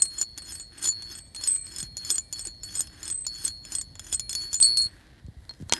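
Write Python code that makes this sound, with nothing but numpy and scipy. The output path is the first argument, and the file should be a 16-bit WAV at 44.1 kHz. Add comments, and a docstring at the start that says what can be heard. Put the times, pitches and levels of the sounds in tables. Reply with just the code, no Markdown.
"""Steel nut on a threaded stud

Fingers spin a nut down a stud through a rusty plate, close to a phone in a workshop. Each knock cracks
and excites three resonators anew: the loose washer, whose split mode pairs beat, the nut and the stud.
Stick-slip friction of the threads scrapes between knocks. At the end a hand brushes, thumps and clicks
on the phone. Under it all lie a low rumble, a hiss and a faint thin tone."""
import sys
import numpy as np
from scipy import signal
from scipy.fft import rfft, irfft
from scipy.io import wavfile

SR = 44100
rng = np.random.default_rng(int(sys.argv[2]) if len(sys.argv) > 2 else 0)


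def materialize(psi):
    """Save the field psi as 16-bit PCM at rate SR to the path in sys.argv[1].

    A 1-D psi becomes a single channel; in a 2-D psi each row is a channel.
    """
    bounded = np.clip(np.atleast_2d(psi).T, -1, 1)
    quanta = np.round(bounded * 32767).astype(np.int16)
    wavfile.write(sys.argv[1], SR, quanta)


N = 255334
T = np.arange(N) / SR
PALM_S = 4.85  # the palm comes to rest on the washer

# short-lived modes of stud and plate: (frequency [Hz], t60 [s], relative level [dB])
PLATE_MODES = [(320, 0.012, -13), (1644, 0.033, -18.5), (3400, 0.028, 0), (5244, 0.053, -3.5),
               (5253, 0.049, -0.5), (6360, 0.025, -1.5), (6985, 0.049, 5), (8290, 0.024, -2),
               (8640, 0.012, -2), (9150, 0.027, 3.5), (9610, 0.011, -2.5), (10980, 0.0079, -9),
               (11320, 0.041, -3.5)]


def undb(db):
    return 10 ** (np.asarray(db) / 20)


def unit(x):
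    return x / np.sqrt(np.mean(x ** 2))


def band(x, lo_hz, hi_hz):
    return signal.sosfilt(signal.butter(2, [lo_hz, hi_hz], "bandpass", fs=SR, output="sos"), x)


def fade(age, t60):
    """Exponential decay, by 60 dB in t60 seconds."""
    return np.exp(-np.log(1000) * age / t60)


def slew(x, seconds):
    """First-order lag with the given time constant."""
    keep = np.exp(-1 / (seconds * SR))
    return signal.lfilter([1 - keep], [1, -keep], x)


def wander(seconds):
    """Low-passed noise: a smooth random fluctuation of unit RMS."""
    return unit(slew(slew(rng.standard_normal(N), seconds), seconds))


def latest(onsets):
    """Index of the most recent onset at each sample."""
    return np.clip(np.searchsorted(onsets, T, "right") - 1, 0, None)


def bursts(onsets, db, t60):
    """Superposed transient envelopes: each starts at once, decays and is cut off after 0.15 s."""
    out = np.zeros(N)
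    for onset, gain in np.broadcast(onsets, undb(db)):
        i = int(onset * SR)
        age = T[:min(N - i, int(.15 * SR))]
        out[i:i + len(age)] += gain * fade(age, t60)
    return out


def slips(per_s, spread_db):
    """Stick-slip as a Poisson train of impulses, a few much larger than the rest."""
    size_db = spread_db * np.minimum(rng.exponential(size=N), 3.0)
    return unit((rng.random(N) < per_s / SR) * undb(size_db) * rng.standard_normal(N))


def mode(force, hz, t60):
    """Forced response of a damped oscillator whose frequency may vary in time."""
    spin = np.exp(2j * np.pi * np.cumsum(np.broadcast_to(hz, N)) / SR)
    return (spin * signal.lfilter([1], [1, -fade(1 / SR, t60)], force / spin)).imag


def ringer(hz, onsets, db, t60, rise_s=0.00026):
    """Free decay of a mode reset by each contact: a blow acts fast, a damping finger takes a few ms."""
    k = latest(onsets)
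    swing = undb(db)[k] * fade(T - onsets[k], np.broadcast_to(t60, len(onsets))[k])
    swing = np.maximum(slew(swing, rise_s), slew(swing, .007))
    return np.sqrt(2) * swing * np.sin(2 * np.pi * (hz * T + rng.random()))


def workshop():
    """Coloured noise, split at 400 Hz into a fluttering rumble and a steady hiss."""
    # background spectrum: (frequency [Hz], relative spectral density [dB])
    spectrum = [(24, -18), (40, 0.5), (94, -3.5), (231, -16), (371, -28.5), (655, -34), (755, -36.5),
                (1690, -50), (1900, -37), (2470, -54.5), (4060, -40.5), (6070, -55), (11500, -54.5),
                (15000, -70), (22000, -120)]
    # the low rumble drifts a few dB up and down: (time [s], level [dB])
    rumble_drift = [(0, -55), (1.2, -51), (1.47, -57), (1.9, -50.5), (2.2, -54.5), (2.6, -52), (3.6, -51),
                    (3.8, -52.5), (4.7, -51.5), (5.4, -53.5), (5.79, -51.5)]
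    hz, db = np.transpose(spectrum)
    f = np.arange(N // 2 + 1) * SR / N + 1
    colour = rfft(rng.standard_normal(N)) * undb(np.interp(np.log(f), np.log(hz), db))
    low_share = 1 / (1 + (f / 400) ** 4)
    rumble_db = np.interp(T, *np.transpose(rumble_drift)) + 0.71 * wander(0.026) + 0.78 * wander(.15)
    rumble = undb(rumble_db) * unit(irfft(colour * low_share, N))
    hiss = undb(-65.5) * unit(irfft(colour * (1 - low_share), N))
    return rumble + hiss


def thin_tone():
    """A faint, lightly damped sinusoid that starts now and then and dies away."""
    # starts of the tone: (time [s], level [dB])
    starts = [(1.16, -72), (1.48, -58.5), (2.19, -69), (3.12, -73.5), (4.2, -67), (4.62, -68.5)]
    onsets, db = np.transpose(starts)
    return ringer(2336, onsets, db, t60=1.4, rise_s=.007) * (T > onsets[0])


def handling():
    """Structure-borne sound of a hand on the phone: hard contacts click and ring, soft ones thump."""
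    # hard contacts: (time [s], level [dB], frequency [Hz], level of the tight ring [dB])
    clicks = [(5.069, -56, 5100, -63), (5.265, -50.5, 6960, -61.5), (5.452, -50, 4080, -70),
              (5.494, -35.5, 1950, -29), (5.51, -36.5, 1720, -63), (5.538, -45, 5000, -59.5),
              (5.549, -54, 4560, -65.5), (5.592, -53, 5970, -80), (5.601, -47, 6000, -77),
              (5.623, -45.5, 6100, -75), (5.696, -24, 6700, -34.5), (5.724, -4.5, 5950, -28),
              (5.736, -6.5, 6250, -43), (5.766, -28, 3130, -60)]
    # modes of the case: (frequency [Hz], level relative to the click [dB], t60 [s])
    case_modes = [(950, -25.5, 0.067), (1460, -27, .05), (3250, -19, .04), (5070, -37.5, 0.47)]
    # soft contacts that sink in pitch: (time [s], level [dB], start frequency [Hz], end frequency [Hz])
    thumps = [(1.827, -32.5, 297, 113), (2.111, -39, 424, 340), (2.466, -39.5, 435, 328),
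              (4.855, -33, 149, 101.3), (5.243, -28.5, 96.6, 73.4), (5.283, -28.5, 289, 66),
              (5.367, -30.5, 101.5, 64.6), (5.6, -34, 340, 192), (5.61, -27.5, 304, 91),
              (5.624, -27, 372, 86), (5.66, -32.5, 149, 74.6), (5.725, -33, 360, 237)]
    out = np.zeros(N)
    for onset, db, hz, tight_db in clicks:
        age, noise = T - onset, rng.standard_normal(N)
        snap = 2.24 * bursts(onset, db, t60=.0012) * np.sin(2 * np.pi * hz * age)
        rattle = 0.094 * unit(mode(noise, hz, t60=0.0083))
        rattle += .5 * unit(band(band(noise, 145, 9200), 240, 12000))
        rattle *= bursts(onset, db - 5.5, t60=0.016) + bursts(onset, db - 7.5, t60=.002)
        tight_ring = bursts(onset, tight_db, t60=0.079) * np.sin(2 * np.pi * 4267 * age)
        out += snap + rattle + tight_ring
        for case_hz, case_db, t60 in case_modes:
            out += bursts(onset, db + case_db, t60) * np.sin(2 * np.pi * case_hz * age)
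    for onset, db, start_hz, end_hz in thumps:
        age = np.clip(T - onset, 0, None)
        glide_hz = end_hz + (start_hz - end_hz) * fade(age, 0.027)
        cycles = np.cumsum((age > 0) * glide_hz) / SR
        out += undb(db) * np.sin(2 * np.pi * cycles) * fade(age, 0.074) * (1 - fade(age, 0.013))
    return signal.sosfilt(signal.butter(4, 9500, fs=SR, output="sos"), out)  # the palm muffles the treble


def plate(force, spot_db):
    """Modal superposition in stud and plate; contact spot and grip vary each mode's level and tuning."""
    return sum(mode(undb(db + spot) * force, hz * (1 + .007 * wander(0.0067)), t60)
               for (hz, t60, db), spot in zip(PLATE_MODES, spot_db))


def stroke_envelope(timing, peak_db, start_db, end_db, rest_db):
    """Amplitude modulation by strokes that grip, peak, ease and let go; start and end dB re the peak."""
    grip_s, let_go_s = 0.017, .035
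    level_db = np.full(N, float(rest_db))
    for (start, peak, end), db in zip(timing, peak_db):
        times = np.maximum.accumulate([start - grip_s, start, peak, end, end + let_go_s])
        stroke_db = np.interp(T, times, [rest_db, db + start_db, db, db + end_db, rest_db])
        level_db = np.maximum(level_db, stroke_db)
    return undb(level_db)


def scrape():
    """Friction noise of thread on thread, direct and through the plate; later only skin brushing by."""
    # finger strokes: (start [s], peak [s], end [s], bright level [dB], dull level [dB])
    strokes = [(0, 0.03, 0.066, -59, -54.5), (0.112, 0.233, 0.2, -42.5, -52.5),
               (0.374, 0.382, 0.39, -45.5, -46), (0.428, 0.495, 0.62, -46.5, -54),
               (.72, 0.802, 0.9, -53, -51.5), (.81, 0.84, 0.89, -35, -45.5),
               (0.925, 1.036, 1.04, -59.5, -55), (1.047, 1.124, 1.19, -48, -53.5),
               (1.144, 1.193, 1.18, -45.5, -53.5), (1.36, 1.4, 1.51, -53, -53),
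               (1.404, 1.442, 1.564, -41.5, -53), (1.64, 1.802, 1.85, -45, -53),
               (1.966, 1.978, 1.96, -54, -58), (2.002, 2.11, 2.18, -41.5, -51.5),
               (2.324, 2.388, 2.44, -47, -57), (2.43, 2.457, 2.485, -53, -54),
               (2.64, 2.795, 2.86, -43, -54), (2.898, 3.062, 3.13, -51, -51.5),
               (3.307, 3.459, 3.51, -42.5, -54.5), (3.649, 3.732, 3.8, -45, -52),
               (3.985, 4.092, 4.16, -48.5, -55), (4.109, 4.136, 4.16, -35, -67),
               (4.293, 4.305, 4.38, -52.5, -54), (4.34, 4.43, 4.51, -49.5, -53),
               (4.501, 4.556, 4.57, -42.5, -54.5), (4.6, 4.641, 4.74, -60.5, -50.5),
               (4.746, 4.804, 4.97, -68, -55), (4.884, 4.933, 5.2, -60, -56.5),
               (5.281, 5.42, 8.8, -64, -64.5), (5.6, 5.61, 5.65, -53, -59), (5.66, 5.693, 5.71, -53, -59),
               (5.718, 5.738, 5.8, -35, -39.5)]
    timing = np.array(strokes)[:, :3]
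    bright_db, dull_db = np.transpose(strokes)[3:]
    grit = slips(per_s=2800, spread_db=2.3) + 0.62 * slips(per_s=220, spread_db=1.1)
    grit += 0.69 * rng.standard_normal(N)
    # the contact moves on, so each mode flares and fades on its own
    flare_db = [6 * wander(0.005) for _ in PLATE_MODES]
    metal = unit(plate(grit, flare_db)) * (T < PALM_S + .05)
    bright = undb(-4.5) * unit(band(grit, 2800, 11500)) + undb(5) * metal
    bright *= stroke_envelope(timing, bright_db, start_db=-18, end_db=-15.5, rest_db=-72.5)
    dull = (0.66 * unit(band(grit, 650, 4200)) + 0.38 * unit(band(grit, 1446, 2010))
            + .5 * unit(band(grit, 267.4, 356.0)))
    dull *= stroke_envelope(timing, dull_db, start_db=-7.5, end_db=-5.5, rest_db=-72)
    return bright + dull


def washer(onsets, low_db, high_db, crack_db):
    """Mode splitting: the loose washer's tone and overtone are each a pair of close modes that beat."""
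    # the two modes of the tone: (frequency [Hz])
    tone_hz = [4294, 4410]
    # the two modes of the overtone: (frequency [Hz], relative level [dB])
    overtones = [(9925, -10.5), (10119, -10.5)]
    t60 = np.where(onsets > PALM_S, 0.41, 0.8)  # the palm adds damping
    out = ringer(tone_hz[0], onsets, low_db, t60) + ringer(tone_hz[1], onsets, high_db, t60)
    # the overtone grows faster than the tone and sharp cracks feed it too, up to a ceiling
    tone_db = np.maximum(low_db, high_db)
    overtone_db = np.maximum(-52 + 1.26 * (tone_db + 40), crack_db - 24.5)
    overtone_db = np.minimum(overtone_db, tone_db + 0.83)
    lean_db = 0.64 * (low_db - high_db)  # a spot that favours the lower mode does so in both pairs
    for (hz, db), lean in zip(overtones, [lean_db, -lean_db]):
        out += ringer(hz, onsets, overtone_db + db + lean, np.minimum(t60, 0.51))
    return out


def nut(onsets, nut_db, t60):
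    """Free vibration of the nut: three close modes, in a slightly different balance at each knock."""
    # modes of the nut: (frequency [Hz], relative level [dB])
    modes = [(8138, -13.5), (8202, -11), (8232, -9)]
    scatter_db = 1.2 * rng.standard_normal((len(modes), len(onsets)))
    return sum(ringer(hz, onsets, nut_db + db + scatter, t60, rise_s=0.00055)
               for (hz, db), scatter in zip(modes, scatter_db))


def stud(onsets, stud_db, nut_db, nut_t60):
    """Damped vibration of the stud: fingers that hush the nut also shorten the stud's ring."""
    # modes of the stud: (frequency [Hz], relative level [dB])
    modes = [(7000, -2.5), (7095, -8)]
    # finger damping: (nut level [dB], stud t60 [s])
    damping = [(-51, 0.029), (-34.5, 0.12)]
    t60 = np.minimum(np.interp(nut_db, *np.transpose(damping)), .65 * nut_t60)
    return sum(ringer(hz, onsets, stud_db + db, t60) for hz, db in modes)


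def knocks():
    """Impact excitation: a broadband crack, a dull thud and the ringing of plate, washer, nut and stud."""
    # knocks and touches: (time [s], crack level [dB], lower washer mode [dB], upper washer mode [dB],
    # nut level [dB], nut t60 [s], stud level [dB])
    contacts = [(0.0004, -63, -38.5, -58, -30.5, 0.46, -45), (0.0205, -19, -36.5, -61, -5.5, 0.042, -12),
                (0.054, -33, -37.5, -52, -27, .11, -50), (0.181, -50, -42.5, -50, -33.5, 0.26, -26),
                (0.2133, -22.5, -37.5, -46, -30, 0.093, -15), (0.2284, -44, -45.5, -44.5, -67, .2, -70),
                (0.377, -30, -49.5, -44, -56, .2, -38), (0.4204, -50, -46.5, -57, -37.5, 0.1, -55),
                (0.522, -35, -51, -68, -31, .48, -42), (0.5535, -35, -65, -45.5, -39, 0.41, -54),
                (0.598, -41, -47, -50.5, -31, 0.12, -33.5), (0.7782, -40, -59, -54, -36.5, 0.087, -58),
                (0.8257, -34, -41, -66, -26, .2, -34), (0.843, -21.5, -55, -34, -32, 0.18, -40),
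                (0.8542, -25, -35, -60, -36, .2, -21.5), (0.874, -24, -58, -53, -26, .2, -20),
                (0.8869, -25.5, -44, -34, -44.5, .2, -14), (0.923, -75.5, -38, -39.5, -60.5, .2, -71.5),
                (1.0223, -35.5, -44, -40.5, -45, 0.063, -55), (1.151, -45, -58, -50.5, -36, 0.4, -45),
                (1.3475, -35.5, -47, -49, -35, .2, -47), (1.3624, -36, -38, -54, -68, 0.23, -64),
                (1.4116, -37, -58, -41.5, -42, .33, -47), (1.4378, -25.5, -41, -52, -50, .2, -24.5),
                (1.474, -24, -54, -54, -14.5, 1, -49), (1.56, -57, -47.5, -64, -30, 1, -47),
                (1.6662, -40, -48, -51.5, -43, 0.52, -68), (1.7618, -30.5, -59, -65, -50, .2, -32),
                (1.784, -27, -42.5, -54, -32, .27, -39), (1.8025, -28.5, -48, -54, -19.5, 0.046, -47),
                (1.8282, -32.5, -43.5, -55, -70, .15, -29), (1.969, -27, -38, -47.5, -55, .25, -31),
                (2.0486, -38, -42, -41.5, -47, .37, -31.5), (2.1031, -15.5, -45, -61, -19, 0.65, -26),
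                (2.1573, -30, -51, -48, -30, 0.1, -29), (2.1814, -21, -51.5, -57, -49, 0.47, -15.5),
                (2.3266, -24.5, -43, -38.5, -58, .49, -21), (2.393, -32.5, -50, -48, -28.5, 0.23, -37),
                (2.451, -36.5, -76, -44, -28, .17, -60), (2.4712, -32, -45, -48.5, -61, 0.12, -27.5),
                (2.6333, -35.5, -54, -40.5, -23, 0.033, -23), (2.7528, -30, -49, -54, -29, .2, -29.5),
                (2.769, -38, -51, -66, -22, 0.13, -53), (2.792, -36, -57, -61, -15, 0.16, -44),
                (2.8058, -20, -50, -56, -45, 0.052, -20.5), (2.8718, -40, -57.5, -54.5, -71, .2, -60),
                (3.03, -31, -45, -59, -39, 0.19, -35), (3.054, -38, -71, -67, -33, .2, -56),
                (3.0789, -25, -51, -64, -32, .23, -49), (3.101, -26, -61, -62, -22, 0.84, -49),
                (3.2485, -59, -48, -68, -58, 0.3, -58), (3.2661, -24, -39.5, -36.5, -54, .097, -19),
                (3.449, -25, -39.5, -66, -13, 0.053, -33), (3.479, -24, -39, -44, -51, 0.28, -25),
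                (3.651, -38, -51.5, -55, -56, .18, -36), (3.7205, -28, -48, -65, -43, 0.21, -31.5),
                (3.7513, -23.5, -45, -59, -19.5, .13, -38), (3.784, -38, -68, -45, -21, .14, -50),
                (3.8128, -30.5, -52.5, -51.5, -55.5, .074, -26), (3.954, -45, -57, -60.5, -77.5, .2, -42),
                (3.9948, -30, -60, -69, -62, .25, -39), (4.1265, -22, -49, -58, -24, .31, -21.5),
                (4.146, -51, -46, -64, -14.5, 0.051, -35), (4.1956, -24.5, -41, -57, -55, .16, -24),
                (4.294, -23, -38.5, -51, -33, .36, -31), (4.3296, -23, -47, -59, -58, .2, -56),
                (4.351, -21, -41, -30, -50, .071, -54), (4.53, -27, -58, -44, -44, .2, -21.5),
                (4.5423, -22, -41.5, -55, -32.5, 0.66, -20), (4.601, -22.5, -44, -48.5, -6.5, 0.26, -39),
                (4.6259, -19, -25, -18.5, -7.5, .21, -29), (4.665, -51, -26.5, -22.5, -47, .57, -36),
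                (4.771, -22.5, -20, -26.5, -17, 0.078, -39), (4.818, -38, -26, -31, -24.5, 0.096, -30.5),
                (4.8652, -63, -64, -56, -52, 0.26, -66)]
    onsets, crack_db, low_db, high_db, nut_db, nut_t60, stud_db = np.transpose(contacts)
    spot_db = 3.85 * rng.standard_normal((len(PLATE_MODES), len(onsets)))
    rings = nut(onsets, nut_db, nut_t60)
    rings += washer(onsets, low_db, high_db, crack_db)
    rings += stud(onsets, stud_db, nut_db, nut_t60)
    # the loose nut chatters for a moment after each knock
    chatter = slips(per_s=1400, spread_db=8.5) * bursts(onsets, crack_db - 16, t60=0.062)
    force = (bursts(onsets, crack_db, t60=.007) + chatter) * rng.standard_normal(N)
    crack = undb(5) * band(band(force, 3300, 12500), 3600, 9500)
    rings += undb(-27) * plate(force, spot_db[:, latest(onsets)])
    thud_db = -47.5 + 0.046 * (crack_db + 30)
    thud = bursts(onsets, thud_db, t60=0.043) * unit(band(rng.standard_normal(N), 330, 4700))
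    return crack + thud + rings


def scene():
    """Linear superposition of all sources in one channel."""
    return (knocks() + scrape() + handling() + thin_tone() + workshop())[None]


def record(dry):
    """Band limiting: the phone drops the deepest bass, softens the extreme treble and cuts the top."""
    soft = signal.sosfilt(signal.butter(6, [38, 11700], "bandpass", fs=SR, output="sos"), dry)
    return signal.sosfilt(signal.ellip(10, .2, 70, 12700, fs=SR, output="sos"), soft)


dry = scene()
out = record(dry)
materialize(out)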